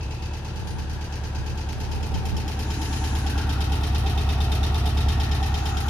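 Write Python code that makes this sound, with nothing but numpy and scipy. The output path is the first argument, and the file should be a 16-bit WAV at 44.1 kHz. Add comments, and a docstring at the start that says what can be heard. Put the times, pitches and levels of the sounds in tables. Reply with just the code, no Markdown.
"""A deep, uneven throb comes first: the exhaust of an air-cooled flat-four idling in the tail of an old van.
Four pulses per cycle ring the silencer, the block knocks, a fan rushes, and valves and a tappet clatter.
Gusts, made of rumbling noise, buffet the microphones early on, and one sharp click rings three-tenths in.
The listener walks from the nose to the front wheel; most parts grow as the body stops shading them."""
import sys
import numpy as np
from scipy import signal
from scipy.fft import rfft, irfft, next_fast_len
from scipy.io import wavfile

SR = 44100
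rng = np.random.default_rng(int(sys.argv[2]) if len(sys.argv) > 2 else 0)


def transcribe(u):
    """Save the signal u as a 16-bit wav file named by the first command-line argument.

    u: samples, shape (n,) or (channels, n), limited to [-1, 1]; the rate is SR.
    q: integer samples, one column per channel.
    """
    v = np.clip(np.atleast_2d(u).T, -1, 1)
    q = np.round(v * 32767).astype(np.int16)
    wavfile.write(sys.argv[1], SR, q)


N = 259749
TIME = np.arange(N) / SR


def from_db(db):
    """Turn decibels into a plain gain."""
    return 10 ** (np.asarray(db) / 20)


def rms_one(x):
    """Scale a sound to an average (rms) strength of 1."""
    return x / np.sqrt(np.mean(x ** 2) + 1e-20)


def white():
    """Two unrelated noises with equal power at all frequencies."""
    return rng.standard_normal((2, N))


def in_time(rows):
    """Read each column of a table at every sample, with straight lines between the points."""
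    seconds, *columns = np.transpose(rows)
    return [np.interp(TIME, seconds, column) for column in columns]


def at_hz(points, hz):
    """Read a table along a logarithmic frequency axis, as pitch is heard."""
    table_hz, value = np.transpose(points)
    return np.interp(np.log(hz + 1), np.log(table_hz), value)


def panned(db):
    """Left and right gains that differ by this many decibels."""
    return from_db(np.array([[.5], [-.5]]) * db)


def passing(at_s, fade_s):
    """Rises smoothly from 0 to 1 as the listener passes a point."""
    return .5 + .5 * np.tanh(.5 * (TIME - at_s) / fade_s)


def swell(at_s, half_s, db):
    """A bell-shaped rise and fall of gain."""
    return from_db(db) * np.exp(-((TIME - at_s) / half_s) ** 2)


# where the listener stands: (time [s], place [0 = nose, 1 = beside the wheel arch])
WALK = [(0, 0.024), (1.5, 0.029), (2.65, 0.59), (3.3, 0.85), (4.1, 0.96), (5.2, 0.97), (5.89, 0.83)]


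def blend(nose, wheel):
    """Pass from the value or sound at the nose to the one at the wheel."""
    beside = in_time(WALK)[0]
    return (1 - beside) * nose + beside * wheel


# each part by name: (level in the open at the nose [dB], gain by the wheel [dB], loss in full shade [dB])
PART_LEVELS = { "scatter": (-35.5, 0.73, 0), "bass spread": (-47, 4, 4), "puffs": (-35, -2, 3.7),
               "block": (-41, 2.03, 5.5), "fan": (-47, 5.7, -0.19), "reflection": (-56.5, 10.8, 3.1),
               "clatter": (-39.5, 0.42, 6.04), "sizzle": (-57.5, 4.4, 7.8), }
# stepping round the front corner brings the engine out of the body's shade
SHADE_ENDS_S, SHADE_FADE_S = 1.87, 0.56


def loudness(part):
    """A part's gain changes with nearness and as the body stops shading it."""
    open_db, near_db, shade_db = PART_LEVELS[part]
    shade = 1 - passing(SHADE_ENDS_S, SHADE_FADE_S)
    return from_db(open_db + blend(0, near_db) - shade_db * shade)


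def resonate(x, hz, width):
    """One springy part or air space rings at its own pitch; a narrow width [Hz] rings long; top gain 1."""
    r = np.exp(-np.pi * width / SR)
    feed = np.array([1, 0, -1]) * (1 - r * r) / 2
    feedback = [1, -2 * r * np.cos(2 * np.pi * hz / SR), r * r]
    return signal.lfilter(feed, feedback, x + 1e-18)


def ringing(x, modes):
    """A metal part answers in its modes, each radiating its own way."""
    out = 0
    for hz, width, nose_db, wheel_db, pan_db in modes:
        gain = from_db(blend(nose_db, wheel_db)) * panned(pan_db)
        out = out + gain * resonate(x, hz, width)
    return out


# how alike the two microphones hear the sound: (frequency [Hz], likeness [1 = the same, 0 = unrelated])
MIC_LIKENESS = [(150, 0.77), (300, 1), (600, 0.3), (1200, 0.47), (2500, 0.16), (5000, 0.13), (9000, 0.057),
                (13000, 1)]
# how far the left microphone is ahead: (frequency [Hz], phase lead [radians])
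LEFT_LEAD = [(100, 0), (190, -.35), (400, -.1), (700, .5), (1400, .3), (2200, 1.5), (8000, 2.2), (9500, 1),
             (11500, .1), (12500, -.7), (14500, -2.0)]
# shading of the microphones: (frequency [Hz], left over right [dB])
MIC_SHADING = [(200, 0.5), (700, 1), (1400, 3.5), (2600, 1), (3600, 4.5), (4600, 5), (5600, 3), (7000, 3.5),
               (8200, 1.5), (9500, -6), (11500, -1), (15000, 1)]


def radiate(drive, spectrum):
    """Two unrelated drives become a coloured stereo pair, partly alike and a little out of step; rms 1."""
    size = next_fast_len(N + 4096)
    hz = np.arange(size // 2 + 1) * SR / size
    mid, side = rfft(drive, size)
    alike = np.clip(at_hz(MIC_LIKENESS, hz), -.99, .99)
    pair = np.sqrt(1 + alike) * mid + np.sqrt(1 - alike) * side * [[1], [-1]]
    pair[0] *= np.exp(1j * at_hz(LEFT_LEAD, hz))
    colour = from_db(at_hz(spectrum, hz)) * panned(at_hz(MIC_SHADING, hz))
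    return rms_one(irfft(pair * colour, size)[:, :N])


def recurring(cycle, share):
    """Two noises of which a share of the power comes back each cycle, as the same parts move the same way."""
    pattern = rng.standard_normal((2, SR))
    turn = np.floor(cycle)
    samples_into_cycle = np.arange(N) - np.searchsorted(turn, turn)
    return np.sqrt(share) * pattern[:, samples_into_cycle] + np.sqrt(1 - share) * white()


def strokes(cycle, place, spread_db, jitter_s):
    """One impulse each time the engine passes a place in its cycle, varying in time and strength."""
    turns = np.arange(np.ceil(cycle[0] - place), cycle[-1] - place) + place
    chance = rng.standard_normal((len(turns), 2))
    at = (np.interp(turns, cycle, TIME) + jitter_s * chance[:, 0]) * SR
    out = np.zeros(N)
    out[np.clip(at.astype(int), 0, N - 1)] = from_db(spread_db * chance[:, 1])
    return out


def bursts(cycle, contacts, spread_db):
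    """Envelope of contacts whose energy builds up and dies away under the van; rms 1."""
    power = 0
    for place, db, rise, decay in contacts:
        hits = from_db(db) * strokes(cycle, place, spread_db, jitter_s=0.00027)
        up, down = np.exp(-1 / (SR * rise)), np.exp(-2 / (SR * decay))
        # two smoothing steps in a row: one builds the energy up, one lets it fade
        feedback = np.convolve([1, -up], [1, -down])
        power = power + signal.lfilter([1 - up], feedback, hits ** 2 + 1e-18)
    return rms_one(np.sqrt(power))


# one firing per cylinder: (place in the two-turn cycle [0-1], relative level [dB])
FIRING_ORDER = [(0.055, -1.6), (0.283, -2.3), (0.557, -2.4), (0.806, 0.0)]
# silencer and tailpipe resonances: (frequency [Hz], width [Hz], signed gain at the nose, at the wheel)
SILENCER_MODES = [(35.7, 6.1, -0.48, -0.16), (46, 4.1, 0.015, -0.79), (56.3, 6, 0.85, 0.051),
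                  (64, 16.3, 0.97, 0.9), (92.3, 21.4, -0.18, -0.47), (108, 12, 0.13, 0.082),
                  (123.4, 12.4, -0.52, -0.53), (130, 9, -0.24, 0.26), (173.6, 11, -0.095, 0.062),
                  (256.3, 30, 0.078, -0.049), (301.6, 32, 0.054, 0.031), (320, 56, 0.022, -0.00086),
                  (420, 92, 0.00065, 0.015)]
# strength of the exhaust's boom along the walk: (time [s], level [dB])
BOOM_LEVEL = [(0, -31), (.65, -34.5), (1.3, -30), (2.3, -30.5), (2.85, -27.5), (3.15, -24.5), (4.1, -22),
              (5.15, -21.5), (5.89, -25.5)]
# colour of the gas puffs at the nose: (frequency [Hz], relative level per hertz [dB])
NOSE_PUFF_COLOUR = [(120, 3), (165, 1.5), (205, -2.5), (280, -3), (420, -4.5), (520, -6.5), (620, -8.5),
                    (800, -16), (1500, -69.5)]
# colour of the gas puffs at the wheel: (frequency [Hz], relative level per hertz [dB])
WHEEL_PUFF_COLOUR = [(120, -6), (190, 0.5), (235, 2.5), (290, 3), (370, -4), (440, -1.5), (520, -21.5),
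                     (620, -36), (800, -35), (1500, -50)]
# bass scattered by road and body: (frequency [Hz], relative level per hertz [dB])
SCATTER_COLOUR = [(20, -27), (35, -15), (50, -4), (70, 7), (105, -1.5), (140, -0.5), (200, -17.5),
                  (500, -64.5)]


def exhaust(cycle):
    """Each firing rings the silencer and pipe and blows a puff of turbulent gas."""
    pulses = sum(from_db(db) * strokes(cycle, place, spread_db=0.92, jitter_s=0.00022)
                 for place, db in FIRING_ORDER)
    pulses = signal.sosfilt(signal.butter(2, 30, "high", fs=SR, output="sos"), pulses)
    pulses = signal.sosfilt(signal.butter(2, 900, fs=SR, output="sos"), pulses)
    rings = np.array([resonate(pulses, hz, width) for hz, width, _, _ in SILENCER_MODES])
    nose, wheel = np.array(SILENCER_MODES)[:, 2:].T @ rings
    throb = from_db(in_time(BOOM_LEVEL)[0]) * blend(rms_one(nose), rms_one(wheel))

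    # gas bursts come a little after each firing, over a steady flow
    gas_bursts = [(place + .04, db, .003, .025) for place, db in FIRING_ORDER]
    flow = np.hypot(bursts(cycle, gas_bursts, spread_db=.5), 1.15)
    gas = recurring(cycle, share=0.6) * flow
    puffs = blend(radiate(gas, NOSE_PUFF_COLOUR), radiate(gas, WHEEL_PUFF_COLOUR))

    # scattered bass: one part is the same in both microphones, one is opposite
    shared, sideways = radiate(recurring(cycle, share=0.85), SCATTER_COLOUR)
    opposite = sideways * [[1], [-1]]
    scatter = loudness("scatter") * shared + loudness("bass spread") * opposite
    return throb + loudness("puffs") * puffs + scatter


# block contacts: (place in cycle [0-1], relative level [dB], energy build-up time constant [s],
# amplitude fade time constant [s])
BLOCK_KNOCKS = [(0.98, -25, 0.011, 0.033), (0.18, -12, 0.00043, 0.015), (0.462, -15.5, 0.0021, 0.013),
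                (0.68, -12.5, 0.014, 0.028)]
# ringing crankcase: (frequency [Hz], width [Hz], gain at the nose [dB], at the wheel [dB],
# left over right [dB])
BLOCK_MODES = [(691, 27, -46, -3.5, -9), (779, 19, -7, 4, -0.5), (822, 44, -6.5, -7, 2),
               (882, 50, 1, 0, -0.5), (979, 35, -0.5, -17, 9.5)]


def block(cycle):
    """Combustion knocks ring the crankcase over a steady churn, with one separate knock each cycle."""
    churn = recurring(cycle, share=0.61) * np.hypot(bursts(cycle, BLOCK_KNOCKS, spread_db=1.0), .9)
    shaking = radiate(churn, [(300, -6), (650, 2.5), (950, 1.0), (1600, -35)])
    case = rms_one(ringing(shaking, BLOCK_MODES))
    blow = strokes(cycle, 0.94, spread_db=1.0, jitter_s=0.0003)
    knock = rms_one(resonate(resonate(blow, 771, 54), 840, 120))
    return loudness("block") * (case + from_db(blend(-19.5, -7.0)) * knock)


# colour of the cooling air: (frequency [Hz], relative level per hertz [dB])
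FAN_COLOUR = [(450, -37), (580, -9.5), (700, 5.5), (950, 1.5), (1100, 1), (1700, -2.5), (2150, -5),
              (2600, -2), (3500, -1), (6000, -18), (8000, -35), (15000, -51)]
# ringing tin shroud: (frequency [Hz], width [Hz], gain at the nose [dB], at the wheel [dB],
# left over right [dB])
SHROUD_MODES = [(1127, 12.5, -11, 12, -11), (1360, 130, -0.5, -1, -3), (1728, 31, -6, 4, -2),
                (1867, 70, -2.5, 7, -14), (2580, 93, -9, 5, 4)]


def fan(cycle):
    """Cooling air rushes through the tin shroud, pulsing slightly four times a cycle."""
    pulsing = 1 + .15 * np.cos(2 * np.pi * 4 * (cycle - .09))
    air = radiate(recurring(cycle, share=.25) * pulsing, FAN_COLOUR)
    return loudness("fan") * rms_one(air + ringing(air, SHROUD_MODES))


# a band of fan noise that road and body reflect sinks as the wheel arch comes near
REFLECTION_NOSE_HZ, REFLECTION_WHEEL_HZ, REFLECTION_HALF_WIDTH_HZ = 1586, 1319, 122
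ARCH_REACHED_S, ARCH_FADE_S, ARCH_LIFT_DB = 3.47, 0.11, 5.5


def reflection():
    """A reflected band of fan noise; it slides down and flares briefly at the wheel arch."""
    slide_hz = REFLECTION_WHEEL_HZ - REFLECTION_NOSE_HZ
    centre_hz = REFLECTION_NOSE_HZ + slide_hz * passing(ARCH_REACHED_S, ARCH_FADE_S)
    # smooth complex noise is moved up to the sliding pitch
    low_pass = signal.butter(2, REFLECTION_HALF_WIDTH_HZ, fs=SR, output="sos")
    slow_noise = signal.sosfilt(low_pass, white() + 1j * white())
    band = (slow_noise * np.exp(2j * np.pi * np.cumsum(centre_hz) / SR)).real
    flare = from_db(ARCH_LIFT_DB * swell(ARCH_REACHED_S, 2 * ARCH_FADE_S, 0))
    return loudness("reflection") * flare * radiate(band, [(1000, 0), (2000, 0)])


# where one tin resonance beams at the listener: (time [s], half length [s], frequency [Hz], width [Hz],
# peak level [dB])
TIN_BEAMS = [(0.098, 0.41, 2610, 170, -51.5), (1.15, 0.88, 1594, 290, -49), (2.2, 0.47, 376, 298, -43.5),
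             (3.7, 0.38, 285, 110, -44.5), (2.041, 0.3, 864, 120, -45.5), (3.035, 0.45, 1710, 110, -52),
             (3.125, 0.16, 990, 240, -45.5), (2.0, 0.24, 782, 24, -44), (2.905, 0.32, 905, 45, -44),
             (2.942, 0.63, 300, 108, -41), (3.4, 0.45, 810, 130, -42), (4.5, 0.58, 666, 59, -47),
             (4.555, 0.79, 715, 24, -43), (4.398, 0.72, 788, 29.8, -51), (4.394, 0.92, 370, 170, -43.5),
             (5.35, 0.28, 1830, 118.3, -45), (5.7, 0.42, 790, 104, -36), (5.852, 0.33, 1380, 328, -41.5)]


def tin_hum(cycle):
    """The engine shakes narrow resonances of tin and body, each heard best from one spot."""
    shake = radiate(recurring(cycle, share=.5), [(200, 0), (3000, 0)])
    out = 0
    for at_s, half_s, hz, width, db in TIN_BEAMS:
        ring = rms_one(resonate(resonate(shake, hz, width), hz, width))
        out = out + swell(at_s, half_s, db) * ring
    return out


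# clean hum locked to the crank: (multiple of the cycle rate, level at the nose [dB], at the wheel [dB])
HUM_TONES = [(6, -50, -50), (11, -45, -38), (20, -48, -45.5)]


def hum(cycle):
    """The shaking engine hums at steady multiples of its cycle."""
    out = 0
    for multiple, nose_db, wheel_db in HUM_TONES:
        tone = rms_one(np.sin(2 * np.pi * multiple * cycle))
        out = out + from_db(blend(nose_db, wheel_db)) * tone
    return out


# valve contacts: (place in cycle [0-1], relative level [dB], energy build-up time constant [s],
# amplitude fade time constant [s])
VALVE_CONTACTS = [(-.012, 7, 0.0095, 0.0082), (.115, -1, 0.0011, 0.025), (.285, 7.5, 0.019, 0.0078),
                  (.54, -13, 0.013, 0.035), (.76, -11.5, 0.0048, 0.022)]
# contacts that sizzle, with the same columns: (place [0-1], relative level [dB], build-up [s], fade [s])
SIZZLE_CONTACTS = [(-.014, 4, 0.0023, 0.03), (.28, 11.5, 0.013, 0.0055), (.54, -10.5, .005, 0.016),
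                   (.76, -2.5, 0.0082, 0.015)]
# colour of the rattle: (frequency [Hz], relative level per hertz [dB])
CLATTER_COLOUR = [(900, 2), (1700, 2.5), (2400, 3.5), (3500, -3), (4500, 4), (5700, 0.5), (6600, -4.5),
                  (7900, -13.5), (10000, -17), (15000, -31)]
# colour of the sizzle: (frequency [Hz], relative level per hertz [dB])
SIZZLE_COLOUR = [(5000, -56), (7000, -3.5), (8000, 1), (9400, 9.5), (11000, 6.5), (13000, 6), (14300, 3),
                 (15700, -62)]
# ringing rocker covers: (frequency [Hz], width [Hz], gain at the nose [dB], at the wheel [dB],
# left over right [dB])
COVER_MODES = [(2610, 99, 3, 0, -12.5), (2886, 140, 5, 4.5, -8), (3110, 64, -6, 7, 11.5),
               (3340, 110, -35, 3, -22), (3620, 130, -36, 14, -8), (3740, 45, -6, 4, 16.5),
               (4037, 47, 2.5, 3.5, 7.5), (4590, 77, -2, -29, 8), (5060, 81, -1, -2, 9),
               (5560, 190, -38, -4.5, 18), (6240, 880, 1.5, -11, -4)]
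# extra clatter at the front corner: (time [s], half length [s], level of the added part [dB])
CORNER_EXTRA = (2.94, 0.24, -12)


def valve_gear(cycle):
    """Loose rockers and tin rattle in gritty bursts, twice hard in each cycle."""
    # the noise changes strength at random every 16 samples
    steps = from_db(1.8 * rng.standard_normal(N // 16 + 1))
    grit = rms_one(recurring(cycle, share=.4) * steps.repeat(16)[:N])
    rattle_gate = np.hypot(bursts(cycle, VALVE_CONTACTS, spread_db=0.8), .22)
    sizzle_gate = np.hypot(bursts(cycle, SIZZLE_CONTACTS, spread_db=2.4), .14)
    rattle = radiate(grit * rattle_gate, CLATTER_COLOUR)
    sizzle = loudness("sizzle") * radiate(grit * sizzle_gate, SIZZLE_COLOUR)
    clatter = loudness("clatter") * rms_one(rattle + ringing(rattle, COVER_MODES))
    return (1 + swell(*CORNER_EXTRA)) * clatter + sizzle


# points of the walk at which the tappet's levels are given: (time [s])
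TAPPET_TIMES = [1.2, 2.298, 3.5, 4.1, 4.6, 5.1]
# what the slack tappet rings: (frequency [Hz], width [Hz], build-up width [Hz], left over right [dB],
# then one level at each of those points [dB])
TAPPET_RINGS = [ (2594, 15, 120, -6, -70.5, -64, -84, -52, -61, -64),
                (3163, 38, 180, 2, -70, -56, -55, -52, -57, -50.5),
                (3286, 70, 180, 10, -69, -62, -54, -67, -69, -55),
                (3590, 30, 130, -2, -76, -74, -63, -47.5, -46.5, -56),
                (3680, 32, 130, -1, -76, -72, -60, -51.5, -51, -57),
                (5180, 48, 99, 9, -86, -56.5, -58, -78, -68, -61),
                (5270, 53, 90, 2, -92, -61, -60, -68, -74, -56),
                (5500, 60, 110, -12, -95, -58, -68, -74, -80, -62),
                (7130, 57, 110, -3, -74, -61, -60.5, -76, -83, -62)]


def tappet(cycle):
    """One slack tappet strikes each cycle; which cover modes reach the listener changes along the walk."""
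    tap = strokes(cycle, 0.001, spread_db=1.0, jitter_s=.0004)
    out = 0
    for hz, width, build_up, pan_db, *levels_db in TAPPET_RINGS:
        ring = rms_one(resonate(resonate(tap, hz, width), hz, build_up))
        gain = from_db(np.interp(TIME, TAPPET_TIMES, levels_db))
        out = out + gain * panned(pan_db) * ring
    return out


# steady hiss between the swells: (low edge [Hz], high edge [Hz], level [dB])
STEADY_HISS = (5500, 9900, -63)
# swells of soft high hiss: (time [s], half length [s], low edge [Hz], high edge [Hz], peak level [dB])
SOFT_SWELLS = [(0.72, 0.061, 8500, 9950, -57), (2.96, 0.36, 5550, 7300, -46),
               (2.99, 0.28, 9000, 10450, -53), (3.03, 0.35, 7800, 10200, -55),
               (5.73, 0.32, 6000, 7300, -51)]


def hiss():
    """Smooth bands of high noise, faint but for a few brief swells."""
    air = radiate(white(), [(4000, 0), (15000, 0)])

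    def band(low_hz, high_hz):
        """Keep only the noise between two frequencies."""
        return rms_one(signal.sosfilt(signal.butter(3, [low_hz, high_hz], "band", fs=SR, output="sos"), air))

    low_hz, high_hz, db = STEADY_HISS
    out = from_db(db) * band(low_hz, high_hz)
    for at_s, half_s, low_hz, high_hz, db in SOFT_SWELLS:
        out = out + swell(at_s, half_s, db) * band(low_hz, high_hz)
    return out


# gusts that buffet the microphones: (time [s], half length [s], peak level [dB])
GUST_TIMES = [(0.623, 0.07, -34), (0.76, 0.092, -31.5), (0.95, 0.06, -38), (1.243, 0.05, -41),
              (1.416, 0.047, -33), (1.52, 0.04, -34), (1.78, 0.098, -37), (1.963, 0.11, -31),
              (2.17, 0.063, -26.5), (2.27, 0.06, -31), (2.34, 0.034, -24.5), (2.416, 0.05, -34)]
# their rumble: (frequency [Hz], relative level per hertz [dB])
WIND_COLOUR = [(25, -10), (50, 1), (75, 5.5), (110, 0), (160, -1.5), (230, -12), (330, -19), (600, -35),
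               (1500, -67)]
WIND_LIKENESS = -0.66   # the two microphones are mostly pushed opposite ways


def wind():
    """Short gusts push on the microphones and rumble on the way round the nose."""
    colour = from_db(at_hz(WIND_COLOUR, np.arange(N // 2 + 1) * SR / N))
    mid, side = rms_one(irfft(rfft(white()) * colour, N))
    rumble = np.sqrt(1 + WIND_LIKENESS) * mid + np.sqrt(1 - WIND_LIKENESS) * side * [[1], [-1]]
    # the powers of overlapping gusts add
    strength = np.sqrt(sum(swell(*gust) ** 2 for gust in GUST_TIMES))
    return rms_one(rumble) * strength


# a lone sharp click: (time [s], peak level [dB])
CLICK_TIMES = [(1.7312, -22)]
# what the click rings with: (frequency [Hz], width [Hz], relative starting level [dB])
CLICK_RINGS = [(1290, 700, 0), (2080, 900, -5), (3000, 800, -4), (6540, 1800, -20)]


def click():
    """A small hard contact sets off short rings, over in a few milliseconds."""
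    out = 0
    for at_s, peak_db in CLICK_TIMES:
        hit = (np.arange(N) == int(at_s * SR)).astype(float)
        # a wide resonance starts louder, so divide by its width
        sound = sum(from_db(db) / width * resonate(hit, hz, width) for hz, width, db in CLICK_RINGS)
        out = out + from_db(peak_db) * sound / np.abs(sound).max()
    return out


# idle speed: (time [s], crank speed [turns per minute])
IDLE_SPEED = [(0.0, 1058.0), (0.39, 1065.7), (0.79, 1067.0), (1.18, 1060.0), (1.57, 1060.1), (1.96, 1061.1),
              (2.36, 1066.8), (2.75, 1071.1), (3.14, 1067.1), (3.53, 1052.9), (3.93, 1051.3),
              (4.32, 1053.1), (4.71, 1060.0), (5.1, 1052.0), (5.5, 1050.4), (5.89, 1054.9)]
START_CYCLE = .0466   # place in the engine cycle at the start, 0-1


def scene():
    """The crank, two turns to a cycle, times the engine's beats; air, wind and click are added."""
    cycle = START_CYCLE + np.cumsum(in_time(IDLE_SPEED)[0]) / (120 * SR)
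    engine = exhaust(cycle) + block(cycle) + fan(cycle) + reflection() + tin_hum(cycle) + hum(cycle)
    return engine + valve_gear(cycle) + tappet(cycle) + hiss() + wind() + click()


# the microphone's loss of deep bass: (frequency [Hz], level [dB])
BASS_LOSS = [(22, -18), (33, 0)]
CUTOFF_HZ = 15400


def record(dry):
    """The microphone loses the deepest rumble, and a steep filter removes the top."""
    size = next_fast_len(N + SR)
    hz = np.arange(size // 2 + 1) * SR / size
    dry = irfft(rfft(dry, size) * from_db(at_hz(BASS_LOSS, hz)), size)[:, :N]
    return signal.sosfilt(signal.ellip(10, .2, 80, CUTOFF_HZ, fs=SR, output="sos"), dry)


dry = scene()
out = record(dry)
transcribe(out)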